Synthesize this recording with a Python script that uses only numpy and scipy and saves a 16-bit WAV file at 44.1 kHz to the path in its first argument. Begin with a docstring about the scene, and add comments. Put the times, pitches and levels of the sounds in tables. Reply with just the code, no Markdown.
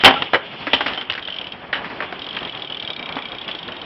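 """Steel pegs slam onto a ledge in a concrete skatepark; the small bike hops off, lands and rattles.
It then rolls on, the freewheel ticking more slowly at the end, amid distant knocks, tyre and air noise.
Impacts are enveloped noise bands; tubes, hub and tyres are damped sinusoids; the chain is random taps.
A diffuse echo of the park is mixed in, and a narrow-band microphone clips the loudest blows."""
import sys
import numpy as np
from scipy import signal
from scipy.fft import rfft, irfft, next_fast_len
from scipy.io import wavfile
from scipy.ndimage import map_coordinates

SR = 44100
rng = np.random.default_rng(int(sys.argv[2]) if len(sys.argv) > 2 else 0)


def to_wav(sig):
    """Store sig (one row per channel, or 1-D mono) as 16-bit WAV at the path in sys.argv[1].

    Samples outside -1..1 are clipped; the rate is SR.
    """
    pcm = np.clip(np.atleast_2d(sig), -1, 1) * 32767
    pcm = np.round(pcm).astype(np.int16)
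    wavfile.write(sys.argv[1], SR, pcm.T)  # frames by channels


N = 169785

# Noise spectrum of a bright crack. Each row: frequency in Hz, relative level in dB.
CRACK_SPECTRUM = [(1200, -16), (2300, -7.5), (3000, 10.5), (3500, 2), (4000, -8.5), (5600, -21)]
# Noise spectrum of a hard clack. Each row: frequency in Hz, relative level in dB.
CLACK_SPECTRUM = [(300, -15.5), (900, -2.5), (1400, 4), (2000, 7), (2400, 2), (6000, -26.5)]
# Noise spectrum of the finest treble. Each row: frequency in Hz, relative level in dB.
FIZZ_SPECTRUM = [(3300, -28.5), (4000, 2), (5000, -5), (5700, -10)]
HIT_ATTACK_S = 0.001


def amp(db):
    """Decibels as an amplitude ratio: 20 dB is a factor of ten."""
    return 10 ** (np.asarray(db) / 20)


def unit(x):
    """Normalisation to an rms of 1."""
    return x / np.sqrt(np.mean(x ** 2) + 1e-20)


def along(points, hz):
    """Linear interpolation of (Hz, value) points on a logarithmic frequency axis."""
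    f, v = np.transpose(points)
    return np.interp(np.log(hz + 1), np.log(f + 1), v)


def filtered(x, response):
    """Linear filtering: the spectrum multiplied by a frequency response."""
    m = next_fast_len(N + SR // 2)  # zero padding leaves room for the filter's tail
    hz = np.fft.rfftfreq(m, 1 / SR)
    return irfft(rfft(x, m) * response(hz), m)[..., :N]


def noise(spectrum):
    """Coloured noise: white noise shaped by a spectrum, with an rms of 1."""
    white = rng.standard_normal(N)
    return unit(filtered(white, lambda hz: amp(along(spectrum, hz))))


def wobble(rate):
    """Slow random modulation: a smooth curve through random knots, rate of them a second."""
    knots = rng.standard_normal(int(N * rate / SR) + 4)
    return map_coordinates(knots, [np.arange(N) * rate / SR])


def fade(t, attack, t60):
    """Impulsive excitation and loss: a quick rise, then exponential decay by 60 dB in t60."""
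    return (1 - np.exp(-t / attack)) * amp(-60 * t / max(t60, .004))


def ring(modes, t, scatter_db):
    """Modal superposition: damped sinusoids, each with a slightly random level and tuning."""
    total = np.zeros(len(t))
    for hz, db, t60 in modes:
        decay = amp(db + scatter_db * rng.normal() - 60 * t / t60)
        tuning = 1 + 0.0017 * rng.normal()
        total += decay * np.sin(2 * np.pi * hz * t * tuning)
    return total


def add(track, s, sound):
    """Linear superposition: mixes a sound into the track from s seconds."""
    part = track[round(s * SR):][:len(sound)]
    part += sound[:len(part)]


def echo(x):
    """Diffuse reverberation: convolution with noise whose decay time depends on frequency."""
    # Echo of ramps and ledges. Each row: frequency in Hz, t60 in seconds.
    park_decay = [(200, 0.53), (1500, 0.35), (5000, .15)]
    hz, t, z = signal.stft(rng.standard_normal(SR // 2), SR, nperseg=256)
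    decay = amp(-60 * t / along(park_decay, hz)[:, None])
    tail = signal.istft(z * decay, SR, nperseg=256)[1]
    delayed = np.pad(x, (400, 0))  # samples before the first reflection
    return signal.fftconvolve(delayed, tail / np.linalg.norm(tail))[:N]


def rolling():
    """Rough-surface and air noise: rumble, hiss and fizz, each an unsteady random band."""
    # Course of the three bands. Each row: time in seconds, rumble, hiss and fizz levels in dB.
    levels = [(0, -38.5, -27.5, -55), (.2, -34.5, -30.5, -45.5), (.4, -41, -39.5, -55),
              (.62, -36.5, -35, -46.5), (0.899, -33.5, -33.5, -51.5), (1.06, -37.5, -42.5, -59.5),
              (1.3, -37, -44.5, -59), (1.71, -38.5, -48, -56.5), (1.85, -33.5, -45.5, -50),
              (2.12, -36.5, -40.5, -54.5), (2.45, -34.5, -40.5, -50), (2.95, -37.5, -46, -60),
              (3.45, -36, -40.5, -55), (3.85, -37, -40, -53)]
    # Low band. 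Each row: frequency in Hz, relative level in dB.
    rumble_spectrum = [(15, -52), (25, -5.5), (118, -3.5), (155, -2), (403, -3), (508, -5), (680, -2.5),
                       (2600, -12), (3400, -47)]
    # Middle band. Each row: frequency in Hz, relative level in dB.
    hiss_spectrum = [(1500, -16.5), (2200, -1), (3100, 4.5), (3500, 1.5), (3900, -18), (4500, -45)]
    at, *levels_db = np.transpose(levels)
    t, total = np.arange(N) / SR, np.zeros(N)
    shared_db = 0.81 * wobble(4.82)
    for db, spectrum in zip(levels_db, (rumble_spectrum, hiss_spectrum, FIZZ_SPECTRUM)):
        level_db = np.interp(t, at, db) + shared_db + 2.3 * wobble(40)
        total += amp(level_db) * noise(spectrum)
    return total


def impacts(rows):
    """Broadband collision: crack, thud and clack noises snap at contact and die together."""
    # Low band of a hit. Each row: frequency in Hz, relative level in dB.
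    thud_spectrum = [(60, -23), (175, -11), (280, -1), (600, 0.5), (900, 1.5), (1400, -4.5), (6000, -34)]
    snap_db, snap_t60_s = 2.5, 0.0043
    t, envelopes = np.arange(SR // 3) / SR, np.zeros((3, N))
    for s, *levels_db, t60 in rows:
        body = fade(t, HIT_ATTACK_S, t60)
        snap = amp(snap_db) * fade(t, HIT_ATTACK_S, snap_t60_s)
        for track, db in zip(envelopes, levels_db):
            add(track, s, amp(db) * (body + snap))
    spectra = CRACK_SPECTRUM, thud_spectrum, CLACK_SPECTRUM
    return sum(envelope * noise(spectrum) for envelope, spectrum in zip(envelopes, spectra))


def park_knocks():
    """Distant collisions: the same broadband impacts, without ringing tubes."""
    # Knocks across the park. Each row: start in seconds, crack, thud and clack levels in dB, t60 in seconds.
    knocks = [(1.284, -24, -26, -28.5, 0.038), (1.7285, -19.5, -29.5, -12.5, 0.07),
              (1.752, -29.5, -27.5, -31, 0.23), (1.844, -37, -40, -26, 0.15), (1.9, -45, -33, -29, 0.081),
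              (2.004, -33, -21.5, -19.5, 0.047), (2.023, -33, -26, -25.5, 0.12),
              (2.125, -29, -18, -23.5, 0.03), (2.37, -29.5, -23.5, -20, 0.043),
              (3.064, -57, -34.5, -41, 0.53), (3.167, -30.5, -20, -27, 0.058),
              (3.183, -36.5, -30.5, -25, 0.035), (3.486, -24.5, -30.5, -29, 0.098),
              (3.686, -35, -20, -32, 0.033)]
    return impacts(knocks)


def chain():
    """Random (Poisson-like) collisions: links tap at chance moments, fading after each jolt."""
    # Loose metal, mostly the chain, after hard jolts. Each row: start in seconds, level in dB, t60 in seconds.
    chatter = [(0.739, -30.5, 0.64), (0.859, -23, 0.59), (1.101, -21.5, 0.34)]
    taps_per_s, link_t60_s = 180, 0.01
    t, jolts = np.arange(SR // 2) / SR, np.zeros(N)
    for s, db, t60 in chatter:
        add(jolts, s, amp(db) * fade(t, 0.0017, t60))
    happens = rng.random(N) < taps_per_s / SR
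    taps = happens * amp(2.9 * rng.standard_normal(N))  # level scatter in dB
    link_decay = amp(-60 * t[:SR // 20] / link_t60_s)
    links = signal.fftconvolve(taps * jolts, link_decay)[:N]
    colour = noise(CRACK_SPECTRUM) + amp(-1.0) * noise(CLACK_SPECTRUM) + amp(-12.5) * noise(FIZZ_SPECTRUM)
    return links * colour


def freewheel():
    """Impulsive excitation of modes: each pawl drop gives a beating ping, rough noise and shell ringing."""
    # Pawl drops. Each row: start in seconds, level in dB, pitch in Hz.
    ticks = [(1.2246, -19.5, 3220), (1.2516, -18, 3120), (1.275, -15.5, 3290), (1.302, -17.5, 3090),
             (1.3238, -16.5, 3090), (1.342, -19, 3120), (1.363, -17, 3070), (1.3852, -14.5, 3240),
             (1.413, -16, 3090), (1.4418, -20.5, 2970), (1.469, -17.5, 3054), (1.5208, -16.5, 3196),
             (2.1926, -22, 3340), (2.218, -16.5, 3130), (2.243, -21.5, 3250), (2.266, -18.5, 3100),
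             (2.2884, -19, 3340), (2.308, -21.5, 3150), (2.3277, -20.5, 3200), (2.348, -20.5, 3260),
             (2.366, -15.5, 3210), (2.3868, -19, 2930), (2.4064, -22.5, 3410), (2.4285, -18.5, 3200),
             (2.4497, -17, 3196), (2.474, -23, 3550), (2.495, -19, 3040), (2.5232, -21.5, 3350),
             (2.549, -20.5, 3210), (2.573, -20, 3320), (2.5954, -21.5, 3170), (2.6206, -16.5, 3410),
             (2.647, -19, 3270), (2.6736, -23, 3110), (2.699, -15.5, 3270), (2.722, -17, 3014),
             (2.7452, -18.5, 3450), (2.77, -17, 3140), (2.798, -15, 3235), (2.8246, -14.5, 3050),
             (2.8483, -20, 3420), (2.8756, -15, 3160), (2.9025, -15, 3346), (2.9322, -19.5, 3490),
             (2.9628, -20, 3250), (2.9933, -21, 3100), (3.0263, -21.5, 3200), (3.0578, -20.5, 3230),
             (3.0902, -19.5, 3190), (3.1234, -19.5, 3370), (3.1555, -22, 3520), (3.1877, -22, 3350),
             (3.2217, -21, 3380), (3.254, -18, 3250), (3.286, -24, 3200), (3.3184, -18.5, 3280),
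             (3.349, -22, 3320), (3.3838, -19, 3290), (3.4136, -20, 3430), (3.4446, -24.5, 2840),
             (3.479, -16.5, 3330), (3.5132, -16.5, 3360), (3.5492, -17.5, 3320), (3.588, -19.5, 3140),
             (3.6291, -21, 3320), (3.679, -21, 3360), (3.72, -21, 3060), (3.7662, -26, 3330),
             (3.8154, -21, 3090)]
    # Low mode of the hub shell. Each row: frequency in Hz, level in dB, t60 in seconds.
    low_modes = [(2334, -0.48, 0.028)]
    # High modes of the hub shell. Each row: frequency in Hz, level in dB, t60 in seconds.
    high_modes = [(3750, -6.5, 0.063), (4224, -2.5, 0.013), (4910, -7, 0.014), (5450, -12.5, .015)]
    # Shell level as the wheel turns past the microphone. Each row: time in seconds, low and high levels in dB.
    facing = [(1.2, -27, -24), (1.55, -5, -18), (2.2, -20, -8), (2.5, -12.5, -21), (2.801, -14.5, -18),
              (2.96, -1, -6), (3.17, 0, -8.5), (3.3, -8.5, -12), (3.85, -15, -7.5)]
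    attack_s, ping_t60_s, tail_t60_s, snap_t60_s = 0.00085, 0.029, 0.052, 0.005
    tail_db, snap_db = -13, -18
    beat_ratio, spread_hz = 0.48, 228  # amplitude and least offset of the second partial
    t, pings, roughness = np.arange(SR // 10) / SR, np.zeros(N), np.zeros(N)
    at, low_db, high_db = np.transpose(facing)
    rise, ping_shape = 1 - np.exp(-t / attack_s), fade(t, attack_s, ping_t60_s)
    rough = amp(tail_db) * fade(t, attack_s, tail_t60_s)
    rough += amp(snap_db) * fade(t, attack_s, snap_t60_s)
    for (s, db, hz), off in zip(ticks, rng.standard_normal(len(ticks))):
        second_hz = hz + spread_hz * (np.sign(off) + off / 2)
        pair = np.sin(2 * np.pi * hz * t) + beat_ratio * np.sin(2 * np.pi * second_hz * t)
        shell = amp(np.interp(s, at, low_db)) * ring(low_modes, t, scatter_db=3)
        shell += amp(np.interp(s, at, high_db)) * ring(high_modes, t, scatter_db=3)
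        add(pings, s, amp(db) * (ping_shape * pair + rise * shell))
        add(roughness, s, amp(db) * rough)
    return pings + roughness * (noise(CRACK_SPECTRUM) + amp(-10) * noise(FIZZ_SPECTRUM))


def bike():
    """Struck resonators: broadband blows with steel-tube modes, low thumps and short pings; a few of the pings
    ring with the distant knocks."""
    # Blows on the bike. Each row: start in seconds, crack, thud, clack and frame ring levels in dB, t60 in seconds.
    blows = [(.007, -21.5, -31, -25.5, -32.5, 0.088), (.037, -7, -2, -1.5, -12.5, 0.012),
             (.046, 1.5, -16, 0.5, -8.5, 0.11), (.059, -28, -8, -9, -4, .12),
             (.078, -27, -6, -18, -12, 0.071), (.109, -25, -13, -25.5, -16.5, 0.053),
             (.14, -18.5, -16, -25, -38, 0.031), (0.2217, -11.5, -11, -11, -42, 0.026),
             (0.3334, -19, -10, -11.5, -30, 0.068), (.345, -18, -9.5, -7.5, -32, 0.03),
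             (.354, -37, -16.5, -16.5, -28, 0.066), (0.669, -29, -27, -18, -31, 0.12),
             (.733, -7, -14.5, -15, -16, 0.096), (.807, -19.5, -16.5, -18.5, -25, 0.082),
             (.861, -25.5, -19, -17, -37, 0.054), (0.879, -30, -31, -30, -38, 0.47),
             (0.976, -30.5, -28, -30, -26.5, 0.084), (1.012, -25, -41.5, -29.5, -42, 0.052),
             (1.099, -11.5, -28, -17.5, -37, 0.024), (1.151, -25.5, -29.5, -26, -60, 0.055),
             (1.177, -45, -39.5, -19.5, -50, 0.061)]
    # Modes of the steel tubes. Each row: frequency in Hz, level in dB, t60 in seconds.
    frame_modes = [(263, -17, 0.25), (609, -10.5, 0.16), (782, -1, 0.094), (826, -11, 0.35),
                   (1850, -8.5, 0.015), (2754, -11, 0.17), (2970, -4, 0.055), (3095, 0, 0.13)]
    # Tyres and decks taking weight. Each row: start in seconds, level in dB, frequency in Hz, t60 in seconds.
    thumps = [(.046, -17.5, 108, 0.14), (0.337, -28, 105, 0.11), (0.734, -27, 91, 0.16),
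              (1.104, -28, 94, 0.1), (3.165, -11.5, 260, 0.039), (.345, -9, 546, 0.079),
              (.669, -18.5, 292, 0.099), (.734, -14.5, 261, 0.084), (.808, -21, 280, 0.077),
              (0.858, -16, 264, 0.054)]
    # Hard contacts with one clear note: on the bike, and from 1.72 to 2.13 s the deck notes of distant knocks.
    # Each row: start in seconds, level in dB, frequency in Hz, t60 in seconds.
    clear_notes = [(0.163, -17, 1353, 0.098), (.3435, 1, 1997, 0.028), (0.935, -16.5, 3900, 0.0092),
                   (1.0991, -4, 2870, .01), (1.1137, -4.5, 2930, 0.0088), (2.1265, -17.5, 705, 0.031),
                   (1.7294, -10, 1830, 0.023), (1.7439, -4.5, 2950, 0.0081), (2.0042, -13, 1800, .025),
                   (2.0218, -18, 1850, .015)]
    t, tones, hits = np.arange(SR // 3) / SR, np.zeros(N), []
    for s, crack_db, thud_db, clack_db, ring_db, t60 in blows:
        add(tones, s, amp(ring_db) * ring(frame_modes, t, scatter_db=3))
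        hits.append((s, crack_db, thud_db, clack_db, t60))
    for rows, attack_s in ((thumps, 0.0055), (clear_notes, HIT_ATTACK_S)):
        for s, db, hz, t60 in rows:
            add(tones, s, amp(db) * fade(t, attack_s, t60) * np.sin(2 * np.pi * hz * t))
    return tones + impacts(hits)


def scene():
    """Superposition of direct sound, echo and background, each source with its own echo level."""
    near, far, hub = bike() + chain(), park_knocks(), freewheel()
    near_echo_db, far_echo_db, hub_echo_db = -15.5, -9, -13.5
    wet = echo(amp(near_echo_db) * near + amp(far_echo_db) * far + amp(hub_echo_db) * hub)
    return (near + far + hub + wet + rolling())[None]


def record(dry):
    """Band limiting and saturation: bass loss, a clip, a cut near 6 kHz, then a clip of the overshoot."""
    bass_corner_hz, band_top_hz, final_top_hz = 113, 5750, 16000
    input_clip, output_clip = 1.014, 1.0

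    def bass_loss(hz):
        """First-order high-pass response."""
        return 1j * hz / (bass_corner_hz + 1j * hz)

    def treble_cut(hz):
        """Attenuation growing in dB per Hz, more steeply above the band's top."""
        gentle_db = np.clip((hz - band_top_hz + 350) * 0.022, 0, 120)
        steep_db = np.clip((hz - band_top_hz) * 0.08, 0, 120)
        return amp(-gentle_db - steep_db)

    def final_cut(hz):
        """Low-pass slope that bounds the harmonics made by the second clip."""
        return amp(-np.clip((hz - final_top_hz + 500) * .1, 0, 120))

    clipped = np.clip(filtered(dry, bass_loss), -input_clip, input_clip)
    narrow = filtered(clipped, treble_cut)
    return filtered(np.clip(narrow, -output_clip, output_clip), final_cut)


dry = scene()
out = record(dry)
to_wav(out)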